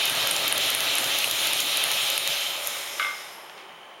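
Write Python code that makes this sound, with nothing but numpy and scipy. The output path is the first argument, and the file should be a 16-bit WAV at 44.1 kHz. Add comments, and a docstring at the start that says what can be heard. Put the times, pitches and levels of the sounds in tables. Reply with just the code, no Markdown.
"""An engine running on air

A car engine turns over in a workshop, seemingly driven by compressed air through electric valves.
Air rushes, three valves click and spurt in each cycle, and every piston stroke gives a soft thump.
The engine slows and stops, the rush dies to a thin hiss, and a loose metal part clanks and rings."""
import sys
import numpy as np
from scipy import signal
from scipy.fft import rfft, irfft, next_fast_len
from scipy.io import wavfile
from scipy.ndimage import uniform_filter1d, map_coordinates

SR = 44100
rng = np.random.default_rng(int(sys.argv[2]) if len(sys.argv) > 2 else 0)


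def generate_wav(sig):
    """Save sig (samples, or channels by samples) to the path in sys.argv[1] as 16-bit PCM at SR."""
    pcm = np.round(np.clip(np.atleast_2d(sig).T, -1, 1) * 32767).astype(np.int16)
    wavfile.write(sys.argv[1], SR, pcm)


N = 176400  # 4 seconds


def amp(db):
    """Turn decibels into a number to multiply by."""
    return 10 ** (np.asarray(db) / 20)


def unit(x):
    """Scale a sound to an average strength (rms) of 1."""
    return x / np.sqrt(np.mean(x ** 2) + 1e-20)


def along(points, hz):
    """Read between (pitch_hz, value) points, with octaves evenly spaced."""
    pitches, values = np.transpose(points)
    return np.interp(np.log(hz + 1), np.log(pitches + 1), values)


def curve(rows):
    """Join (time_s, value) points with straight lines."""
    return np.interp(np.arange(N) / SR, *np.transpose(rows))


def wobble(per_s, size=N):
    """A smooth curve through per_s random points a second."""
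    points = rng.standard_normal(int(size * per_s / SR) + 4)
    return map_coordinates(points, [np.arange(size) * per_s / SR])


def filtered(x, response):
    """Turn each pitch in a sound up or down by response(hz)."""
    size = next_fast_len(N + SR // 2)
    return irfft(rfft(x, size) * response(np.fft.rfftfreq(size, 1 / SR)), size)[:N]


def add(track, start_s, sound):
    """Mix a sound into the track at start_s."""
    part = track[max(round(start_s * SR), 0):][:len(sound)]
    part += sound[:len(part)]


def burst(tone, rise_s, fade_s):
    """A puff of noise. Here and below, a fade time is how long a sound takes to drop 60 dB."""
    t = np.arange(SR // 2) / SR
    gains = amp(along(tone, np.fft.rfftfreq(len(t), 1 / SR)))
    noise = irfft(rfft(rng.standard_normal(len(t))) * gains)
    shape = (1 - np.exp(-t / rise_s)) * amp(-60 * t / fade_s)
    return unit(noise * shape) * np.sqrt(np.mean(shape ** 2)) / shape.max()


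def flow(tone, patchy_db):
    """Swirling noise whose low and high parts swell and sink separately."""
    bands = signal.stft(rng.standard_normal(N), nperseg=512)[2]
    swells = uniform_filter1d(rng.standard_normal(bands.shape), size=10, axis=0)
    swells = uniform_filter1d(swells, size=14, axis=1)
    noise = signal.istft(bands * amp(patchy_db * unit(swells)), nperseg=512)[1][:N]
    return unit(filtered(noise, lambda hz: amp(along(tone, hz))))


# The tone of each layer of air: pitch_hz, level_db
RUSH_TONE = [(900, -42), (1800, -18.5), (2400, -4), (2750, -2), (3130, -1), (3400, -0.5), (3650, 0),
             (4100, -2), (4550, -6), (5500, -13.5), (9000, -34)]
BODY_TONE = [(60, -38), (250, -21), (450, -6), (670, 0), (850, 0.5), (1000, -1.5), (1250, 2), (1800, -0.5),
             (2130, 1), (2600, -2), (4500, -16), (9000, -38)]
RUMBLE_TONE = [(25, -19), (40, -12), (60, -18), (110, -2), (200, -6.5), (260, 3.5), (330, 3.5), (430, 0),
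               (600, 1.5), (1500, -24)]
HISS_TONE = [(2000, -17), (4400, -10), (5400, 0.5), (6200, 2), (7200, 3.5), (9200, -0.5), (11000, 2),
             (12500, -0.5), (13500, -4.5), (15700, -10)]
SIZZLE_TONE = [(9000, -35), (12300, -13.5), (13200, 6), (14200, -3), (15600, -7)]
LEAK_TONE = [(900, -24), (1130, -9), (1400, -11.5), (2100, 7), (2600, -2), (3650, 3.5), (4500, -5),
             (4950, 0), (5280, 4.5), (5750, -1.5), (7000, -3), (8700, -3), (9700, -12), (11400, -2.5),
             (12200, -12), (13400, -19), (14400, -17), (15700, -19)]
PIPE_TONE = [(350, -43), (525, -20.5), (572, -7), (615, -15.5), (800, -47)]
# How each layer swells and sinks: time_s, level_db
RUSH_LEVEL = [(0, -25), (.13, -27), (.22, -26), (.36, -26.5), (.5, -27.5), (.64, -25), (.8, -26.5),
              (.94, -25.5), (1.05, -27), (1.17, -26), (1.31, -27), (1.39, -28), (1.46, -25.5), (1.53, -27),
              (1.59, -24), (1.64, -28), (1.72, -26), (1.98, -25), (2.04, -29.5), (2.13, -25), (2.22, -29),
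              (2.3, -26.5), (2.47, -30.5), (2.6, -35.5), (2.79, -35), (2.96, -48)]
BODY_LEVEL = [(0, -33.5), (.3, -32.5), (.85, -33.5), (1.13, -32.5), (1.25, -35), (1.55, -33.5),
              (1.65, -37.5), (1.85, -32.5), (2.1, -36), (2.22, -37.5), (2.6, -39.5), (2.75, -38.5),
              (2.96, -44.5)]
RUMBLE_LEVEL = [(0, -46), (.5, -43), (1.1, -46), (1.7, -47.5), (1.9, -51), (2.2, -50), (2.6, -56),
                (3.0, -59), (3.4, -71)]
HISS_LEVEL = [(0, -33), (.45, -32.5), (.53, -35.5), (.62, -32.5), (1.5, -31.5), (2.0, -32.5), (2.22, -34.5),
              (2.32, -34), (2.6, -38.5), (2.67, -34), (2.95, -41), (3.2, -50), (3.45, -64), (4, -80)]
SIZZLE_LEVEL = [(0, -55), (.95, -59), (1.07, -43), (1.33, -42), (1.5, -44), (1.75, -51), (1.95, -44),
                (2.2, -53.5), (2.32, -48), (2.55, -55), (2.8, -58), (3.0, -62.5), (3.5, -85)]
LEAK_LEVEL = [(0, -44), (2.6, -40.5), (3.0, -37), (3.25, -43), (3.45, -53), (3.58, -55), (3.7, -66),
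              (4, -72)]
PIPE_LEVEL = [(0, -67), (.2, -50), (.45, -46), (.6, -50), (1.7, -51), (2.15, -48), (2.33, -44), (2.52, -52),
              (2.66, -40), (2.82, -59), (2.95, -47), (3.25, -63), (4, -70)]
def air(stop_s=3, rush_fade_db_per_s=35, body_fade_db_per_s=30):
    """Air rushes through the engine and hums in a pipe; as the pressure falls, a thin leak is left."""
    stopped_s = np.maximum(np.arange(N) / SR - stop_s, 0)
    sag_db = pressure_sag()
    rush_db = curve(RUSH_LEVEL) - 1.0 - sag_db - rush_fade_db_per_s * stopped_s
    body_db = curve(BODY_LEVEL) - sag_db / 2 - body_fade_db_per_s * stopped_s
    rush = amp(rush_db + 0.44 * wobble(54.98)) * flow(RUSH_TONE, patchy_db=0.85)
    body = amp(body_db + 0.76 * wobble(60)) * flow(BODY_TONE, patchy_db=0.96)
    rumble = amp(curve(RUMBLE_LEVEL) + 0.82 * wobble(29.86)) * flow(RUMBLE_TONE, patchy_db=1.3)
    hiss = amp(curve(HISS_LEVEL) + 0.81 * wobble(25.65)) * flow(HISS_TONE, patchy_db=2.0)
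    sizzle = amp(curve(SIZZLE_LEVEL) + 2.2 * wobble(21.9)) * flow(SIZZLE_TONE, patchy_db=5.0)
    leak = amp(curve(LEAK_LEVEL)) * flow(LEAK_TONE, patchy_db=-0.5)
    pipe = amp(curve(PIPE_LEVEL) + wobble(13)) * flow(PIPE_TONE, patchy_db=-0.3)
    return passages(scatter(rush + body + rumble + hiss + sizzle + leak + whistles()) + pipe)


def scatter(x, share=0.28, fade_s=0.19):
    """Sound bounces among the engine parts, making many tiny echoes."""
    t = np.arange(SR // 10) / SR
    echoes = rng.standard_normal(len(t)) * amp(-60 * t / fade_s)
    bounced = signal.fftconvolve(x, echoes / np.linalg.norm(echoes))[:N]
    return (x + share * bounced) / np.hypot(1, share)


# Where the air passages change the tone: pitch_hz, width_hz, boost_db
PASSAGES = [(546, 26, 3.5), (663, 13, 5), (878, 28, 3), (1266, 31, 1.5), (1470, 27, 2.5), (2135, 26, 1),
            (2350, 37, 3.5), (2460, 42, 0.5), (2820, 50, 0.5), (3000, 45, 3), (3130, 90, 4), (3700, 48, 5),
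            (3850, 38, 0), (4660, 120, -7)]
def passages(x):
    """The hollow passages ring at some pitches and soften another."""
    def response(hz):
        return amp(sum(db / (1 + (2 * (hz - pitch) / width) ** 2) for pitch, width, db in PASSAGES))
    return filtered(x, response)


# The background's tone: pitch_hz, level_db
WORKSHOP_TONE = [(25, -40.5), (60, -33), (120, -21), (185, -13.5), (260, -16.5), (370, -6), (505, -7),
                 (830, -2), (1130, -3.5), (1500, -9), (2200, -8), (2760, -11.5), (3070, -7.5), (3490, -16),
                 (5000, -26), (9000, -27.5), (14500, -39), (15600, -28)]
# Its loudness: time_s, level_db
WORKSHOP_LEVEL = [(0, -56.5), (3.4, -44), (3.75, -45), (4, -47)]
def workshop():
    """Soft background noise fills the workshop and slowly swells."""
    return amp(curve(WORKSHOP_LEVEL)) * flow(WORKSHOP_TONE, patchy_db=0.3)


# Each time a valve opens: start_s, level_db, valve_name
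CLICKS = [(0.055, -21.5, "a"), (0.0977, -21.5, "b"), (0.151, -27, "c"), (0.273, -21.5, "a"),
          (0.311, -19.5, "b"), (0.3644, -22, "c"), (0.48, -21, "a"), (0.5251, -17.5, "b"),
          (0.5795, -21, "c"), (0.7025, -22, "a"), (0.749, -19, "b"), (0.8056, -21.5, "c"),
          (.9537, -22, "a"), (0.9834, -19.5, "b"), (1.0426, -23, "c"), (1.187, -21.5, "a"),
          (1.2432, -19.5, "b"), (1.3115, -20, "c"), (1.4707, -22.5, "a"), (1.5335, -19.5, "b"),
          (1.6034, -20.5, "c"), (1.772, -20.5, "a"), (1.839, -19, "b"), (1.916, -21.5, "c"),
          (2.1011, -22, "a"), (2.1786, -19, "b"), (2.2754, -20.3, "c"), (2.6722, -21, "a")]
# Each valve's tone: pitch_hz, level_db
VALVE_TONES = {"a": [(150, -43), (1000, -8), (3400, -15), (5200, -14), (6700, 4.5), (9800, -11), (11200, 9),
               (12100, 8.5), (12900, -12), (15500, -14)], "b": [(150, -45), (1000, -14), (2700, 8),
               (5500, -24), (7300, -3.5), (9200, 9), (11200, 7), (12600, -6), (15500, -14)],
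               "c": [(150, -40), (700, -30), (3700, 4), (5000, -6), (6300, 3), (8500, -3), (12000, 0),
               (13500, -3.5), (15500, -4)]}
# The stroke each valve starts: thump_db, spurt_db, sag_db
STROKES = {"a": (-59.5, -55, 0.57), "b": (-50, -36.5, 3), "c": (-49, -39, 0.84)}
def valves(snap_rise_s=0.00018, bounce_s=0.016, echo_db=-17):
    """Each valve's plunger snaps, bounces and lands again, letting a spurt of air through."""
    snaps, spurts = np.zeros(N), np.zeros(N)
    for start_s, db, valve in CLICKS:
        tone = VALVE_TONES[valve]
        _, spurt_db, _ = STROKES[valve]
        add(snaps, start_s, amp(db + 6) * burst(tone, snap_rise_s, fade_s=0.0068))
        add(snaps, start_s + bounce_s, amp(db - 22) * burst(tone, snap_rise_s, fade_s=0.027))
        add(spurts, start_s, amp(spurt_db) * burst(tone, rise_s=0.018, fade_s=0.23))
    return snaps + spurts + amp(echo_db) * room(snaps)


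def pressure_sag(deepest_s=0.018):
    """How many dB the rush of air sinks after each valve opens, before it recovers."""
    sag = np.zeros(N)
    age = np.arange(SR // 2) / SR / deepest_s
    for start_s, _, valve in CLICKS:
        _, _, sag_db = STROKES[valve]
        add(sag, start_s, sag_db * age * np.exp(1 - age))
    return sag


# The low notes in a thump: pitch_hz, level_db
THUMP_NOTES = [(114, -4.5), (157, -2.5), (72, -23), (282, -8)]
# How hard the pistons push: time_s, boost_db
THUMP_FORCE = [(0, 6), (1.0, -1.5), (2.3, 1), (2.7, -22)]
def pistons(delay_s=0.004, rise_s=0.014, fade_s=0.19, fourth_db=-50.5):
    """A piston thumps after each click; the fourth piston thumps between cycles, with no click."""
    strokes = [(start_s, STROKES[valve][0]) for start_s, _, valve in CLICKS]
    for (start_s, _, valve), (next_s, _, _) in zip(CLICKS, CLICKS[1:]):
        if valve == "c":
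            strokes.append(((start_s + next_s) / 2, fourth_db))
    out, t = np.zeros(N), np.arange(SR // 2) / SR
    shape = (1 - np.exp(-t / rise_s)) * amp(-60 * t / fade_s)
    for start_s, db in strokes:
        ring = sum(amp(note_db + rng.normal(0, 1.2)) * np.sin(2 * np.pi * hz * t)
                   for hz, note_db in THUMP_NOTES)
        add(out, start_s + delay_s, amp(db) * ring * shape / shape.max())
    return out * amp(curve(THUMP_FORCE))


# How long the room rings: pitch_hz, fade_s
ROOM_FADES = [(200, 1), (2000, 0.55), (10000, 0.46)]
def room(x):
    """The workshop's echo, in which high sounds die sooner than low ones."""
    hz, t, bands = signal.stft(rng.standard_normal(SR), SR, nperseg=256)
    fade = amp(-60 * t / along(ROOM_FADES, hz)[:, None])
    tail = signal.istft(bands * fade, SR, nperseg=256)[1]
    echo = np.pad(tail, (SR // 100, 0)) / np.linalg.norm(tail)  # arrives 10 ms late
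    return signal.fftconvolve(x, echo)[:N]


# Whistles and, last, the workshop whine: loudest_at_s, half_length_s, pitch_hz, half_width_hz, level_db
WHISTLES = [(2.47, .1, 12950, 220, -51.5), (2.78, .15, 14350, 300, -52), (3.14, 0.35, 5180, 185, -53),
            (3.347, 0.16, 11300, 450, -54.5), (2.462, 0.079, 3100, 70, -37), (3.8, 0.3, 3060, 70, -57)]
def whistles():
    """Thin whistles swell and overlap as the air dies away; a faint workshop whine is left at the end."""
    out, t = np.zeros(N), np.arange(N) / SR
    for loudest_at_s, half_length_s, pitch, half_width, db in WHISTLES:
        tone = filtered(rng.standard_normal(N), lambda hz: 1 / (1 + ((hz - pitch) / half_width) ** 2))
        swell = np.exp(-((t - loudest_at_s) / half_length_s) ** 2)
        out += amp(db) * unit(tone) * swell
    return out


# Knocks of the loose part: start_s, level_db
KNOCKS = [(2.996, -21.5), (3.017, -30), (3.027, -27.5), (3.047, -27.5), (3.066, -31), (3.085, -36),
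          (3.11, -40)]
# The notes it rings with: pitch_hz, level_db, fade_s
METAL_NOTES = [(1172, -4.5, 0.27), (1234, -11, 0.12), (1450, -15, 0.13), (1513, -7, .19), (1510, -4, 0.23),
               (1976, -14, .2), (2050, -6.5, 0.13), (2113, -0.5, 0.17), (2230, -8, 0.19),
               (2220, -5.5, 0.26), (2600, -15.5, .12), (3300, -11, .12), (3480, -13, .12)]
# The sharp crack of each hit: pitch_hz, level_db
CRACK_TONE = [(80, -50), (400, -15), (900, -15), (1200, -6.5), (1500, -1), (1800, -15), (2150, -5),
              (2700, -11), (3650, -10.5), (4300, -25), (9000, -45)]
def clank(ring_db=-4.5, ring_rise_s=0.00063, crack_db=2, rattle_radians=0.33):
    """A loose metal part is knocked and rings; it shifts on its seat, which roughens the ring."""
    out, t = np.zeros(N), np.arange(SR // 2) / SR
    for start_s, db in KNOCKS:
        ring = np.zeros(len(t))
        for hz, note_db, fade_s in METAL_NOTES:
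            loudness = amp(note_db + rng.normal(0, 1.6) - 60 * t / fade_s)
            phase = 2 * np.pi * rng.random() + rattle_radians * wobble(per_s=89, size=len(t))
            ring += loudness * np.sin(2 * np.pi * hz * t + phase)
        add(out, start_s, amp(db + ring_db) * ring * (1 - np.exp(-t / ring_rise_s)))
        add(out, start_s, amp(db + crack_db) * burst(CRACK_TONE, rise_s=0.00051, fade_s=0.045))
    return out


# The last faint ticks: start_s, level_db, fade_s
TICKS = [(3.4964, -37, 0.013), (3.575, -44, 0.23), (3.6916, -53, .015)]
# Their tone: pitch_hz, level_db
TICK_TONE = [(150, -40), (800, -2), (2800, 8), (5800, -8), (8000, -15), (15000, -31.5)]
def ticks():
    """The engine ticks as it settles."""
    out = np.zeros(N)
    for start_s, db, fade_s in TICKS:
        add(out, start_s, amp(db) * burst(TICK_TONE, rise_s=0.00065, fade_s=fade_s))
    return out


def metal(bass_cut_hz=650, echo_db=-6.5):
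    """Small metal parts give off little bass; their clank and ticks echo in the room."""
    hits = filtered(clank() + ticks(), lambda hz: (1j * hz / (bass_cut_hz + 1j * hz)) ** 2)
    return hits + amp(echo_db) * room(hits)


def scene():
    """Add up all the sounds, the same on the left and right."""
    mono = valves() + pistons() + air() + metal() + workshop()
    return np.array([mono, mono])


def record(dry, dip_hz=7865, half_width_hz=224, dip_db=-16, top_hz=15950):
    """The microphone softens one narrow band of high pitches and misses the very highest."""
    def response(hz):
        return amp(dip_db / (1 + ((hz - dip_hz) / half_width_hz) ** 2)) * (hz < top_hz)
    return np.array([filtered(channel, response) for channel in dry])


dry = scene()
out = record(dry)
generate_wav(out)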